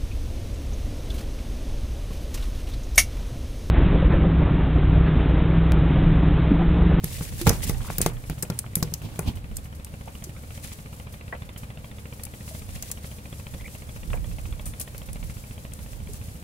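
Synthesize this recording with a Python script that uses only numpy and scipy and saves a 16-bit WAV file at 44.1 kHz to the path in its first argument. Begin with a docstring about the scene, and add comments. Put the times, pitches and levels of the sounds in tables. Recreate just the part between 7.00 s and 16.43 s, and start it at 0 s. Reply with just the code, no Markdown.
"""A one-cylinder diesel chugs some way off to the left and a light wind brushes the microphone throughout.
From the start a freshly caught fish thrashes on a boat's wet planks: its body thumps the boards and rolls,
its tail slaps and slithers. Loose wood knocks, trapped air pops and thin squeaks join in.
After two seconds the fish tires, leaving twitches, wet ticks and a faint rustle.
Blows ring decaying tones; rubbing, water, wind and clatter are coloured noise; the engine is timed puffs."""
import sys
import numpy as np
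from scipy import signal
from scipy.fft import rfft, irfft, next_fast_len
from scipy.io import wavfile

SR = 44100
rng = np.random.default_rng(int(sys.argv[2]) if len(sys.argv) > 2 else 0)


def wav_out(sig):
    """Save sig, one row per channel (or a flat mono array), as 16-bit PCM at SR to the path in sys.argv[1]."""
    wavfile.write(sys.argv[1], SR, np.round(np.clip(np.atleast_2d(sig).T, -1, 1) * 32767).astype(np.int16))


N = 415863
TIME = np.arange(N) / SR
AGE = TIME[:SR // 2]   # seconds since a blow
CUTOFF_HZ = 15700   # nearly everything above is removed
# In all tables t60 is the seconds a sound needs to fall by 60 dB. Levels are relative:
# the functions may add a common level on top.


def from_db(db):
    """Turn decibels into a gain."""
    return 10 ** (np.asarray(db) / 20)


def rms_one(x):
    """Scale to an rms (average strength) of 1."""
    return x / np.sqrt(np.mean(x ** 2) + 1e-20)


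def peak_one(x):
    """Scale to a peak of 1."""
    return x / (np.abs(x).max() + 1e-20)


def in_time(rows):
    """Join the points of a table by straight lines, one value per sample."""
    return np.interp(TIME, *np.transpose(rows))


def at_hz(points, hz):
    """Read a spectrum table on a log-frequency axis."""
    table_hz, value = np.transpose(points)
    return np.interp(np.log(hz), np.log(table_hz), value)


def pan(db):
    """Left and right gains that differ by this many dB; above 0 favours the left."""
    return from_db(np.array([[db], [-db]]) / 2)


def add(out, s, sound):
    """Mix a sound in from second s on."""
    i = max(int(s * SR), 0)
    out[:, i:i + sound.shape[-1]] += sound[..., :max(N - i, 0)]


def fade(t60):
    """Exponential decay after a blow."""
    return np.exp(-np.log(1000) * AGE / max(t60, 1e-3))


def mode(hz, t60):
    """One struck resonance: a tone that dies away."""
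    return np.sin(2 * np.pi * hz * AGE) * fade(t60)


def pressure_swing(lead_s, width_s):
    """Pressure dips, then rises steeply through zero at lead_s and comes back; peak 1."""
    swing = (AGE - lead_s) / width_s
    return peak_one(swing * np.exp(-swing ** 2 / 2))


def resonate(x, hz, width_hz):
    """Filter through a two-pole resonance with gain 1 on top."""
    r = np.exp(-np.pi * width_hz / SR)
    feedback = [1, -2 * r * np.cos(2 * np.pi * hz / SR), r * r]
    return signal.lfilter(np.array([1, 0, -1]) * (1 - r * r) / 2, feedback, x)


def drift(rate):
    """Wander by chance through `rate` random points per second, with a spread near 1."""
    knots = rng.standard_normal(4096)
    return np.interp(TIME * rate, np.arange(len(knots)), knots)


def grains(spread_db):
    """Gain of half-millisecond grains of uneven size."""
    return from_db(spread_db * np.repeat(rng.standard_normal(N // 20 + 1), 20)[:N])


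# How alike left and right are, for close and for distant sounds.
# Each row: frequency in Hz, likeness from -1 (opposite) to 1 (the same).
NEAR_LIKENESS = [(100,0.99),(1000,0.11),(4000,0.042),(12000,0.04)]
FAR_LIKENESS = [(30,0.76),(130,1),(290,0.87),(640,0.49),(1400,-0.63),(3100,0.18),(7000,-0.61)]


def noise(colour, likeness):
    """Stereo noise with a given spectrum and left-right likeness; rms 1."""
    size = next_fast_len(N)
    hz = np.maximum(np.arange(size // 2 + 1) * SR / size, 1)
    alike = np.clip(at_hz(likeness, hz), -1, 1)
    gain = from_db(at_hz(colour, hz)) * (hz > 12) * (hz < CUTOFF_HZ + 500)
    # the shared part grows with likeness, the opposed part shrinks
    shares = np.sqrt([1 + alike, 1 - alike])
    mid, side = irfft(rfft(rng.standard_normal((2, size))) * gain * shares, size)[:, :N]
    return rms_one(np.array([mid + side, mid - side]))


def pieces(x, count):
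    """Cut random stretches of a noise, one for each blow."""
    return [x[:, i:i + len(AGE)] for i in rng.integers(0, N - len(AGE), count)]


def popping(born, low_hz, high_hz, cycles):
    """Deal clicks at random to short resonances spread in pitch; rms 1."""
    pitches = np.geomspace(low_hz, high_hz, 20)
    dealt = rng.integers(0, len(pitches), N)
    rung = 0
    for k, hz in enumerate(pitches):
        # the tiny offset keeps the filter from slowing down on near-zero numbers
        rung = rung + resonate(born * (dealt == k) + 1e-18, hz, 2 * hz / cycles) / hz
    return rms_one(rung)


# Colour of the steady air and water. Each row: frequency in Hz, level per Hz in dB.
AIR_COLOUR = [(15, -36), (25, -8), (55, -2), (86, 5), (221, -8.5), (359, -19), (523, -15), (703, -20.5),
              (826, -21), (945, -23.5), (1490, -25), (2420, -27.5), (4620, -33.5), (10600, -62),
              (15500, -64)]
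# Colour of the wind. Each row: frequency in Hz, level per Hz in dB.
WIND_SPECTRUM = [(15,-37),(35,1.5),(60,-8.5),(110,-12),(200,-25.5),(400,-38),(1000,-94)]
# How alike the wind is left and right. Each row: frequency in Hz, likeness from -1 to 1.
WIND_LIKENESS = [(30,0.16),(150,0.67)]
# Gusts of wind. Each row: time of the peak in seconds, level in dB, seconds to swell or die away.
WIND_GUSTS = [(.48, -22, 0.029), (.65, -34.5, 0.42), (1.85, -48, 0.086), (2.45, -36, 0.099),
              (5.75, -41.5, 0.11), (6.6, -38, 0.069), (7.17, -30.5, 0.14), (7.38, -39, 0.1),
              (7.6, -35.5, 0.18), (8.2, -39.5, 0.19), (9.0, -42.5, 0.31)]


def outdoors(air_db=-42, breeze_db=-57, lump_db=3.5):
    """A steady wash of air and water, and a lumpy breeze with gusts, mostly on the right."""
    air = from_db(air_db) * noise(AIR_COLOUR, FAR_LIKENESS)
    power = from_db(breeze_db) ** 2
    for s, db, swell_s in WIND_GUSTS:
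        power = power + from_db(db) ** 2 * np.exp(-((TIME - s) / swell_s) ** 2)
    lumps = from_db(lump_db * drift(17))
    wind = np.sqrt(power) * lumps * noise(WIND_SPECTRUM, WIND_LIKENESS)
    return air + wind * pan(-7)


# The idling engine wanders slightly in speed. Each row: time in seconds, firings per second.
ENGINE_SPEED = [(0, 14.2484), (2.7, 14.0704), (4.2, 14.2296), (5.9, 14.1381), (8.1, 14.2364),
                (9.43, 14.1675)]
# Exhaust and hull resonances. Each row: pitch in Hz, level in dB, t60 in seconds.
HULL_MODES = [(70.17,-41.5,0.65),(118,-67,0.075),(149.7,-53,0.43),(203,-37.5,0.11),(296.7,-52.5,0.41),(497.2,-62.5,0.89),(553.4,-53,0.24)]
# Colour of the engine's clatter. Each row: frequency in Hz, level per Hz in dB.
CLATTER_SPECTRUM = [(250,-19),(400,7),(560,11.5),(800,4),(1100,10),(1700,6),(2400,10),(3200,-0.5),(4100,-1.5),(7000,-31)]
# Level of clatter, knocks and pipe as the microphone moves about. 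Each row: time in seconds, level in dB.
CLATTER_EXPOSURE = [(0, -3), (2.8, -5), (4.1, -0.5), (5.5, -2.5), (7.8, 0), (8.6, -3.5), (9.43, -7)]
UNEVEN_DB = 1.5   # spread of strength from firing to firing
SPOT_DB = 2.5   # spread of strength from one ringing tone to the next


def engine(puff_db=-34, puff_s=0.0018, bark_db=-42, bark_s=0.00074,
           hull_db=-4.0, hull_lead_s=0.00381, first_firing_s=.0441,
           clatter_db=-50.5, clatter_rise_s=.0009, clatter_t60=.032, clatter_lead_s=0.0027,
           echo_s=.010, echo_db=-9, between_db=-23, grain_db=2,
           lag_s=0.00031, direct_db=-4, scattered_db=-6):
    """Each firing is one exhaust puff that rings the hull, and a burst of gritty clatter."""
    cycles = np.cumsum(in_time(ENGINE_SPEED)) / SR
    cycles = cycles - np.interp(first_firing_s, TIME, cycles)
    # a firing falls on every whole cycle
    firings = np.interp(np.arange(int(cycles[-1]) + 1), cycles, TIME)
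    lead_s = .01   # the puff begins before its steepest point
    # pressure swings up, then drops steeply through zero
    puff = -from_db(puff_db) * pressure_swing(lead_s, puff_s)
    puff = puff - from_db(bark_db) * pressure_swing(lead_s, bark_s)
    rings = np.array([from_db(db + hull_db) * mode(hz, t60) for hz, db, t60 in HULL_MODES])
    burst = (1 - np.exp(-AGE / clatter_rise_s)) * fade(clatter_t60)
    chug, gate = np.zeros((2, 1, N))
    for s in firings:
        force = from_db(UNEVEN_DB * rng.standard_normal(len(HULL_MODES) + 1))
        add(chug, s - lead_s, force[0] * puff)
        add(chug, s - hull_lead_s, force[1:] @ rings)
        add(gate, s - clatter_lead_s, force[0] * burst)
        # the clatter comes back off the hull
        add(gate, s - clatter_lead_s + echo_s, force[0] * from_db(echo_db) * burst)
    exposure = from_db(in_time(CLATTER_EXPOSURE))
    # some clatter remains between firings
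    bursts = rms_one((gate[0] + from_db(between_db)) * grains(grain_db))
    clatter = from_db(clatter_db) * exposure * bursts
    left = chug[0] + from_db(direct_db) * clatter * noise(CLATTER_SPECTRUM, NEAR_LIKENESS)[0]
    scattered = from_db(scattered_db) * clatter * noise(CLATTER_SPECTRUM, FAR_LIKENESS)
    # the sound reaches the right side a little later
    right = np.interp(TIME - lag_s, TIME, left)
    return np.array([left, right]) * pan(0.096) + scattered + exposure * knocking(firings)


# The exhaust pipe's bark at each firing. Each row: middle pitch in Hz, level in dB, t60 in seconds.
PIPE_MODES = [(540, -43.5, .045), (830, -46, .03), (1250, -48, .025), (2150, -45, .025)]


def knocking(firings, knock_db=-40, knock_low_hz=2200, knock_high_hz=3600, knock_t60=0.015,
             lead_s=.0028, late_s=0.001973):
    """Each firing rings the exhaust pipe and knocks loose parts, with changing force and pitches."""
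    out = np.zeros((2, N))
    swell = 1 - np.exp(-AGE / .0005)
    for s in firings:
        knocks = [(hz, knock_db, knock_t60) for hz in rng.uniform(knock_low_hz, knock_high_hz, 2)]
        barks = [(hz * rng.uniform(.82, 1.18), db, t60) for hz, db, t60 in PIPE_MODES]
        force_db = UNEVEN_DB * rng.standard_normal()
        for hz, db, t60 in knocks + barks:
            gain = from_db(db + force_db + SPOT_DB * rng.standard_normal((2, 1)))
            add(out, s - lead_s + late_s * rng.random(), gain * swell * mode(hz, t60))
    return out


# Scales and fins slide on wet wood. Each row: start in seconds, length in seconds, level in dB.
SLIDE_STROKES = [(0.036, 0.53, -41.5), (.16, 0.13, -39), (0.53, 0.22, -43), (0.626, 0.022, -27),
                 (.661, 0.052, -33), (0.75, 0.35, -45.5), (1.265, 0.066, -48), (3.514, 0.065, -45.5),
                 (3.629, 0.11, -43.5), (5.485, 0.12, -49), (5.685, 0.22, -46.5), (6.033, 0.05, -43.5)]
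# Faint wet rustle of the fish lying about. Each row: time in seconds, level in dB.
RUSTLE_LEVEL = [(0, -52.5), (2.2, -53), (2.8, -57), (3.6, -50), (4.3, -56), (5.6, -49.5), (9.43, -50)]
# Colour of the sliding and rustling. Each row: frequency in Hz, level per Hz in dB.
SLIDE_SPECTRUM = [(500,1),(1500,-13),(3000,-1),(5000,1),(8000,4),(11000,4.5),(13000,0.5),(15500,-0.5)]
# Colour of the body rolling on the boards. Each row: frequency in Hz, level per Hz in dB.
ROLL_SPECTRUM = [(40,-4),(100,0.5),(170,-8),(260,-8),(450,-27),(900,-24),(1500,-45),(3000,-29),(8000,-44)]


def sliding(scales_db=-1.5, rustle_db=-1, rough_db=1.73, grain_db=1.7, catch_db=3.5,
            roll_db=-1, lurch_db=9.0, edge_s=0.024):
    """Scales catch and slip in short gritty strokes while the body rolls on the boards."""
    catching = from_db(scales_db + catch_db * drift(45)) ** 2
    scales = catching * strokes(SLIDE_STROKES, edge_s)
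    swells_db = 2 * drift(14)
    power = from_db(in_time(RUSTLE_LEVEL) + rustle_db + swells_db) ** 2 + scales
    gritty = noise(SLIDE_SPECTRUM, NEAR_LIKENESS) * grains(grain_db)
    hiss = rms_one(gritty * from_db(rough_db * drift(120))) * np.sqrt(power)
    lurches = from_db(roll_db + lurch_db * drift(39.87))
    roll = noise(ROLL_SPECTRUM, NEAR_LIKENESS) * rolling() * lurches
    crackle = scale_catches() * np.sqrt(scales)
    return (hiss + crackle) * pan(0.76) + roll * pan(-2.5)


def strokes(rows, edge_s):
    """Power of rubbing strokes that set in, hold and stop."""
    power = 0
    for s, length, db in rows:
        from_edge = np.minimum(TIME - s, s + length - TIME)
        power = power + (from_db(db) * np.clip(from_edge / edge_s + .5, 0, 1)) ** 2
    return power


def scale_catches(level_db=-6, catches_per_s=1200, spread_db=4, low_hz=1800, high_hz=11000, cycles=12):
    """Single scales snag on the wet grain and let go: a fine fizz, each click at its own pitch."""
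    sizes = from_db(spread_db * np.minimum(rng.standard_normal(N), 2))
    born = (rng.random(N) < catches_per_s / SR) * sizes
    return from_db(level_db) * np.array([popping(born, low_hz, high_hz, cycles) for side in "LR"])


# The body writhes and rolls over the boards. Each row: start in seconds, length in seconds, level in dB.
BODY_ROLLS = [(0, 0.41, -50.5), (.56, .38, -39.5), (2.0, 0.392, -41.5)]


def rolling(edge_s=0.021, settle_db=-25, settle_t60=0.36):
    """How strongly the body rubs the boards: while it writhes, and as it rocks after each landing."""
    power = strokes(BODY_ROLLS, edge_s)[None]
    for s, db, _ in LANDINGS:
        add(power, s, (from_db(db + settle_db) * fade(settle_t60)) ** 2)
    return np.sqrt(power[0])


def squelching(level_db=-18.0, per_s=180, spread_db=4, cycles=16, low_hz=600, high_hz=2400):
    """Slime pockets pop between the rolling body and the boards, each at its own pitch."""
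    born = (rng.random(N) < per_s / SR) * from_db(spread_db * rng.standard_normal(N))
    return popping(born, low_hz, high_hz, cycles) * rolling() * from_db(level_db)


# The body lands on the planks. Each row: start in seconds, peak level in dB,
# hardness on a dB scale (higher means more treble against the bass).
LANDINGS = [(0.039, -16.5, -27), (0.209, -18, -17), (0.413, -23.5, -3), (0.464, -15.5, 6), (0.469, -2, 1),
            (0.473, -3.5, -13), (0.483, -12.5, -10), (0.495, -19.5, 5), (0.504, -11.5, -8),
            (0.513, -15, -6), (0.525, -16, -14), (0.653, -22.5, -43), (0.696, -12.5, -11.5),
            (0.901, -19.5, 3.5), (0.984, -20.5, -9), (1.006, -12.5, -8), (1.062, -9, -5), (1.298, -16, -15),
            (1.431, -19, -2), (1.5, -14, -12), (1.769, -16.5, -16.5), (1.826, -12.5, -15),
            (1.923, -24.5, -23), (2.191, -14, -4.5), (6.546, -28, -35)]
# Ringing tones of the deck planks. 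Each row: pitch in Hz, level in dB, t60 in seconds.
PLANK_MODES = [(119.9,-4.5,0.61),(161,7,0.14),(176.6,2,0.11),(286,-23,0.14),(352.6,-5,0.095),(393,-10,0.16),(473,-9,0.15),(517,-13,0.041),(750,-7.5,0.024),(874,-14.5,0.068),(950,-20.5,0.04),(1115,-18,0.064),(1400,-17.5,0.076),(1543,-24.5,0.073),(2098,-23.5,0.11),(2400,-14,0.038)]
# Colour of the contact noise. Each row: frequency in Hz, level per Hz in dB.
CRACK_SPECTRUM = [(100,-1),(400,5),(900,2),(1500,-2.5),(2600,-6.5),(3300,-37),(9000,-29)]


def thumps(hard_db=9, hard_share=0.56, crack_db=-2, crack_t60=.025, tail_db=-15, tail_t60=0.37,
           push_db=6, push_s=0.0055, damped_db=7.0, soft_hz=220, hard_hz=800,
           side_db=-14, detune=.015):
    """Each landing pushes and rings the planks; a hard one is briefer, with more upper modes and crack."""
    out = np.zeros((2, N))
    hz, mode_db, t60 = np.transpose(PLANK_MODES)
    # 0 for low modes, 1 for those that hardness fully affects
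    upper = np.clip(np.log(hz / soft_hz) / np.log(hard_hz / soft_hz), 0, 1)
    cracks = pieces(noise(CRACK_SPECTRUM, NEAR_LIKENESS), len(LANDINGS))
    # a quick crack, then the whole deck shivers
    dying = fade(crack_t60) + from_db(tail_db) * fade(tail_t60)
    for (s, db, hardness), crack in zip(LANDINGS, cracks):
        treble_db = hard_share * hardness + hard_db
        # pitch and strength shift with the spot that is hit
        rings = np.array([mode(f * (1 + detune * rng.standard_normal()), t) for f, t in zip(hz, t60)])
        # the upper modes swing either way, depending on where the body lands
        signs = np.where(upper > .5, rng.choice([-1, 1], len(hz)), -1)
        # the body pressed on the boards keeps them from ringing much harder
        ring_db = min(treble_db, damped_db)
        gains = signs * from_db(mode_db + upper * ring_db + SPOT_DB * rng.standard_normal(len(hz)))
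        # each mode radiates a little differently to the two sides
        gains = gains * (1 + from_db(side_db) * rng.standard_normal((2, len(hz))))
        # the board gives way and springs back
        contact = np.minimum(AGE / (push_s * from_db(-treble_db / 2)), 1)
        push = -from_db(push_db) * np.sin(2 * np.pi * contact) * np.sin(np.pi * contact)
        blow = gains @ rings + push + from_db(crack_db + treble_db) * crack * dying
        add(out, s, from_db(db) * peak_one(blow))
    return out


# Wet slaps of tail and fins. Each row: start in seconds, level in dB, brightest pitch in Hz,
# left minus right in dB, t60 in seconds.
TAIL_SLAPS = [(0.042, -12.5, 10100, -3, 0.0047), (0.413, -17, 2600, -5, 0.05), (0.467, -18, 9100, -3, .04),
              (0.4672, -13.5, 2400, -4, 0.012), (0.472, -11, 1400, -2, .015), (0.476, -12.5, 5500, 5, 0.1),
              (0.4929, -2.5, 5850, -4, 0.0095), (0.631, -24, 2800, -5, 0.036),
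              (0.6945, -17, 5900, 4, 0.017), (0.779, -37, 6800, -1, .012), (0.982, -8.5, 14700, 6, 0.019),
              (1.0147, -4.5, 9000, 0, 0.013), (1.017, -14.5, 2400, -2, 0.092), (1.0609, -9, 2970, 2, 0.033),
              (1.297, -23, 1500, 3, 0.025), (1.424, -9.5, 8450, 2.5, 0.039), (1.5, -21.5, 4460, 9, 0.021),
              (1.589, -9.5, 8600, 0, 0.023), (1.7543, -4, 11200, 2, 0.0075),
              (1.8263, -10.5, 4900, 3, 0.027), (1.938, -12, 6070, 2, 0.022),
              (2.1918, -17, 9800, 11, 0.0042), (2.5677, -16, 7700, 1.5, 0.016),
              (2.846, -23.5, 8600, 2, 0.016), (3.239, -21.5, 6540, 1, 0.044),
              (5.2344, -19, 10900, 3, 0.028), (5.2512, -22.5, 10300, 5, 0.019),
              (5.8235, -17, 6370, 0, 0.027), (5.914, -13.5, 7660, 3, .028), (7.656, -20.5, 9350, 2, 0.21),
              (7.7971, -16, 10900, 2, 0.12), (7.811, -16.5, 8350, 3, 0.061),
              (7.979, -26.5, 10900, 6, 0.012), (8.13, -24, 10000, 3, 0.017), (8.7354, -26, 8650, 7, 0.015),
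              (9.134, -26, 8750, 1.5, 0.03)]
# Colour of slaps and ticks. Each row: frequency in Hz, level per Hz in dB.
SLAP_SPECTRUM = [(300,-26),(1200,1.5),(3000,1.5),(4500,6),(6500,8.5),(10000,10),(13000,10.5),(15500,7.5)]


def slaps(level_db=-15, grain_db=-1.5, pocket_db=6, pocket_width_hz=1800, snap_s=0.001424, snap_db=1,
          resnap_s=.0023, resnap_db=-6, spray_db=-27, spray_t60=0.2):
    """The water film snaps twice and crackles, coloured by the pocket under the fin; fine spray follows."""
    out = np.zeros((2, N))
    crackle = noise(SLAP_SPECTRUM, NEAR_LIKENESS) * grains(grain_db)
    snap = from_db(snap_db) * np.exp(-((AGE - snap_s) / 0.0001) ** 2)
    # the film tears a second time
    snap = snap + from_db(snap_db + resnap_db) * np.exp(-((AGE - snap_s - resnap_s) / 0.0001) ** 2)
    rise = 1 - np.exp(-AGE / .001)
    spray = from_db(spray_db) * fade(spray_t60)
    for (s, db, hz, side_db, t60), burst in zip(TAIL_SLAPS, pieces(crackle, len(TAIL_SLAPS))):
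        burst = burst + from_db(pocket_db) * resonate(burst, hz, pocket_width_hz)
        burst = burst * (snap + rise * (fade(t60) + spray))
        # strength is set by the first ten milliseconds
        burst = burst / burst[:, :SR // 100].std()
        add(out, s, from_db(db + level_db) * pan(side_db) * burst)
    return out


def wet_ticks(per_s=5, level_db=-41, spread_db=3, t60=0.15):
    """Tiny bubbles of slime part at random."""
    out = np.zeros((2, N))
    count = 80
    times = np.cumsum(rng.exponential(1, count)) / per_s
    bursts = pieces(noise(SLAP_SPECTRUM, NEAR_LIKENESS), count)
    for s, burst, size in zip(times, bursts, rng.standard_normal(count)):
        add(out, s, from_db(level_db + spread_db * size) * peak_one(burst * fade(t60)))
    return out


# Light knocks of loose wood. Each row: start in seconds, peak level in dB, pitch the contact favours in Hz.
WOOD_KNOCKS = [(0.631, -25.5, 2140), (0.698, -34, 2150), (0.806, -33, 1340), (0.847, -32, 1220),
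               (1.642, -32, 1250), (3.076, -29, 740), (4.3259, -21, 1860), (4.3292, -26, 1020),
               (4.332, -28, 700), (7.131, -27, 1290), (7.133, -25, 2570), (7.137, -25.5, 544),
               (7.159, -32, 900)]
# Ringing tones of the loose wood. Each row: pitch in Hz, level in dB, t60 in seconds.
WOOD_MODES = [(490, 6, 0.051), (727, 2, 0.083), (920, 4, 0.056), (1096, -1, 0.042), (1640, -3, 0.1),
              (1970, 2.5, 0.049), (2380, -8, 0.057), (2830, -8, 0.049)]
# Short hollow plops about the boat. Each row: start in seconds, pitch in Hz, level in dB, t60 in seconds.
HOLLOW_PLOPS = [(.413,342,-23,0.13),(3.27,366,-36.5,0.075),(5.51,636,-39,0.1),(6.548,548,-39,0.078),(9.09,418,-37,0.094)]


def loose_wood(contact_t60=0.0074, ring_db=-15, reach_octaves=0.51,
               rattle_db=-20, rattle_t60=0.13, rise_s=0.00055):
    """A short pitched contact rings the modes near its pitch; a few hollow plops sound among the knocks."""
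    out = np.zeros((2, N))
    # each pair: frequency in Hz, level per Hz in dB
    rattle_colour = [(150, 1), (550, 14), (2200, 1.0), (3500, -14), (8000, -70)]
    rattles = pieces(noise(rattle_colour, NEAR_LIKENESS), len(WOOD_KNOCKS))
    swell = 1 - np.exp(-AGE / rise_s)
    mode_hz, mode_db, mode_t60 = np.transpose(WOOD_MODES)
    rings = np.array([mode(f, t) for f, t in zip(mode_hz, mode_t60)])
    for (s, db, hz), rattle in zip(WOOD_KNOCKS, rattles):
        reached = np.exp(-(np.log2(mode_hz / hz) / reach_octaves) ** 2)
        gains = reached * from_db(mode_db + ring_db) * rng.choice([-1, 1], (2, len(WOOD_MODES)))
        rattling = from_db(rattle_db) * rattle * fade(rattle_t60)
        clack = mode(hz, contact_t60) + gains @ rings + rattling
        add(out, s, from_db(db) * peak_one(swell * clack))
    for s, hz, db, t60 in HOLLOW_PLOPS:
        add(out, s, from_db(db) * swell * mode(hz, t60))
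    return out


# Air trapped under a flank that lands flat pops out.
# Each row: time of the pop in seconds, peak level in dB, half width in seconds.
AIR_CLAPS = [(0.4692, -10.5, 0.00057), (0.4776, -21, 0.00066), (0.4983, -16, 0.00014),
             (0.5055, -17, 0.00026), (0.9025, -21, 0.00017), (1.0633, -12, 0.00027), (1.8285, -20, 0.00021),
             (2.1943, -27, .0003)]


def claps():
    """Each pocket of air gives one short swing of pressure, down and then up."""
    out = np.zeros((2, N))
    lead_s = .005   # start early, so that the middle of the swing falls on its time
    for s, db, width_s in AIR_CLAPS:
        add(out, s - lead_s, from_db(db) * pressure_swing(lead_s, width_s))
    return out


# Faint squeaks. Each row: start in seconds, length in seconds, first pitch in Hz, last pitch in Hz, level in dB.
SQUEAK_GLIDES = [(0.732, 0.07, 613, 1000, -38), (0.843, 0.056, 1000, 1360, -35),
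                 (3.344, 0.055, 1260, 1500, -43.5), (6.593, 0.03, 2090, 2040, -40.5),
                 (6.637, 0.049, 2180, 2350, -32.5)]


def squeaks(level_db=-9, waver_hz=150, catch_db=4):
    """Thin sliding tones that catch and break up as they swell and fade."""
    out = np.zeros((2, N))
    wavers = pieces(waver_hz * drift(400)[None], len(SQUEAK_GLIDES))
    catches = pieces(from_db(catch_db * drift(200))[None], len(SQUEAK_GLIDES))
    for (s, length, start_hz, end_hz, db), waver, catch in zip(SQUEAK_GLIDES, wavers, catches):
        along = np.minimum(AGE / length, 1)
        hz = start_hz + (end_hz - start_hz) * along + waver
        tone = np.sin(2 * np.pi * np.cumsum(hz) / SR)
        add(out, s, from_db(db + level_db) * catch * np.sin(np.pi * along) * tone)
    return out


def scene():
    """The fish close by, engine and weather around it."""
    fish = sliding() + squelching() + thumps() + slaps() + wet_ticks() + claps()
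    return outdoors() + engine() + fish + loose_wood() + squeaks()


def record(dry, ceiling=.85):
    """The highest peaks clip; then a steep filter cuts the top."""
    top_cut = signal.ellip(10, .2, 80, CUTOFF_HZ, fs=SR, output="sos")
    return signal.sosfilt(top_cut, np.clip(dry, -ceiling, ceiling))


dry = scene()
out = record(dry)
wav_out(out)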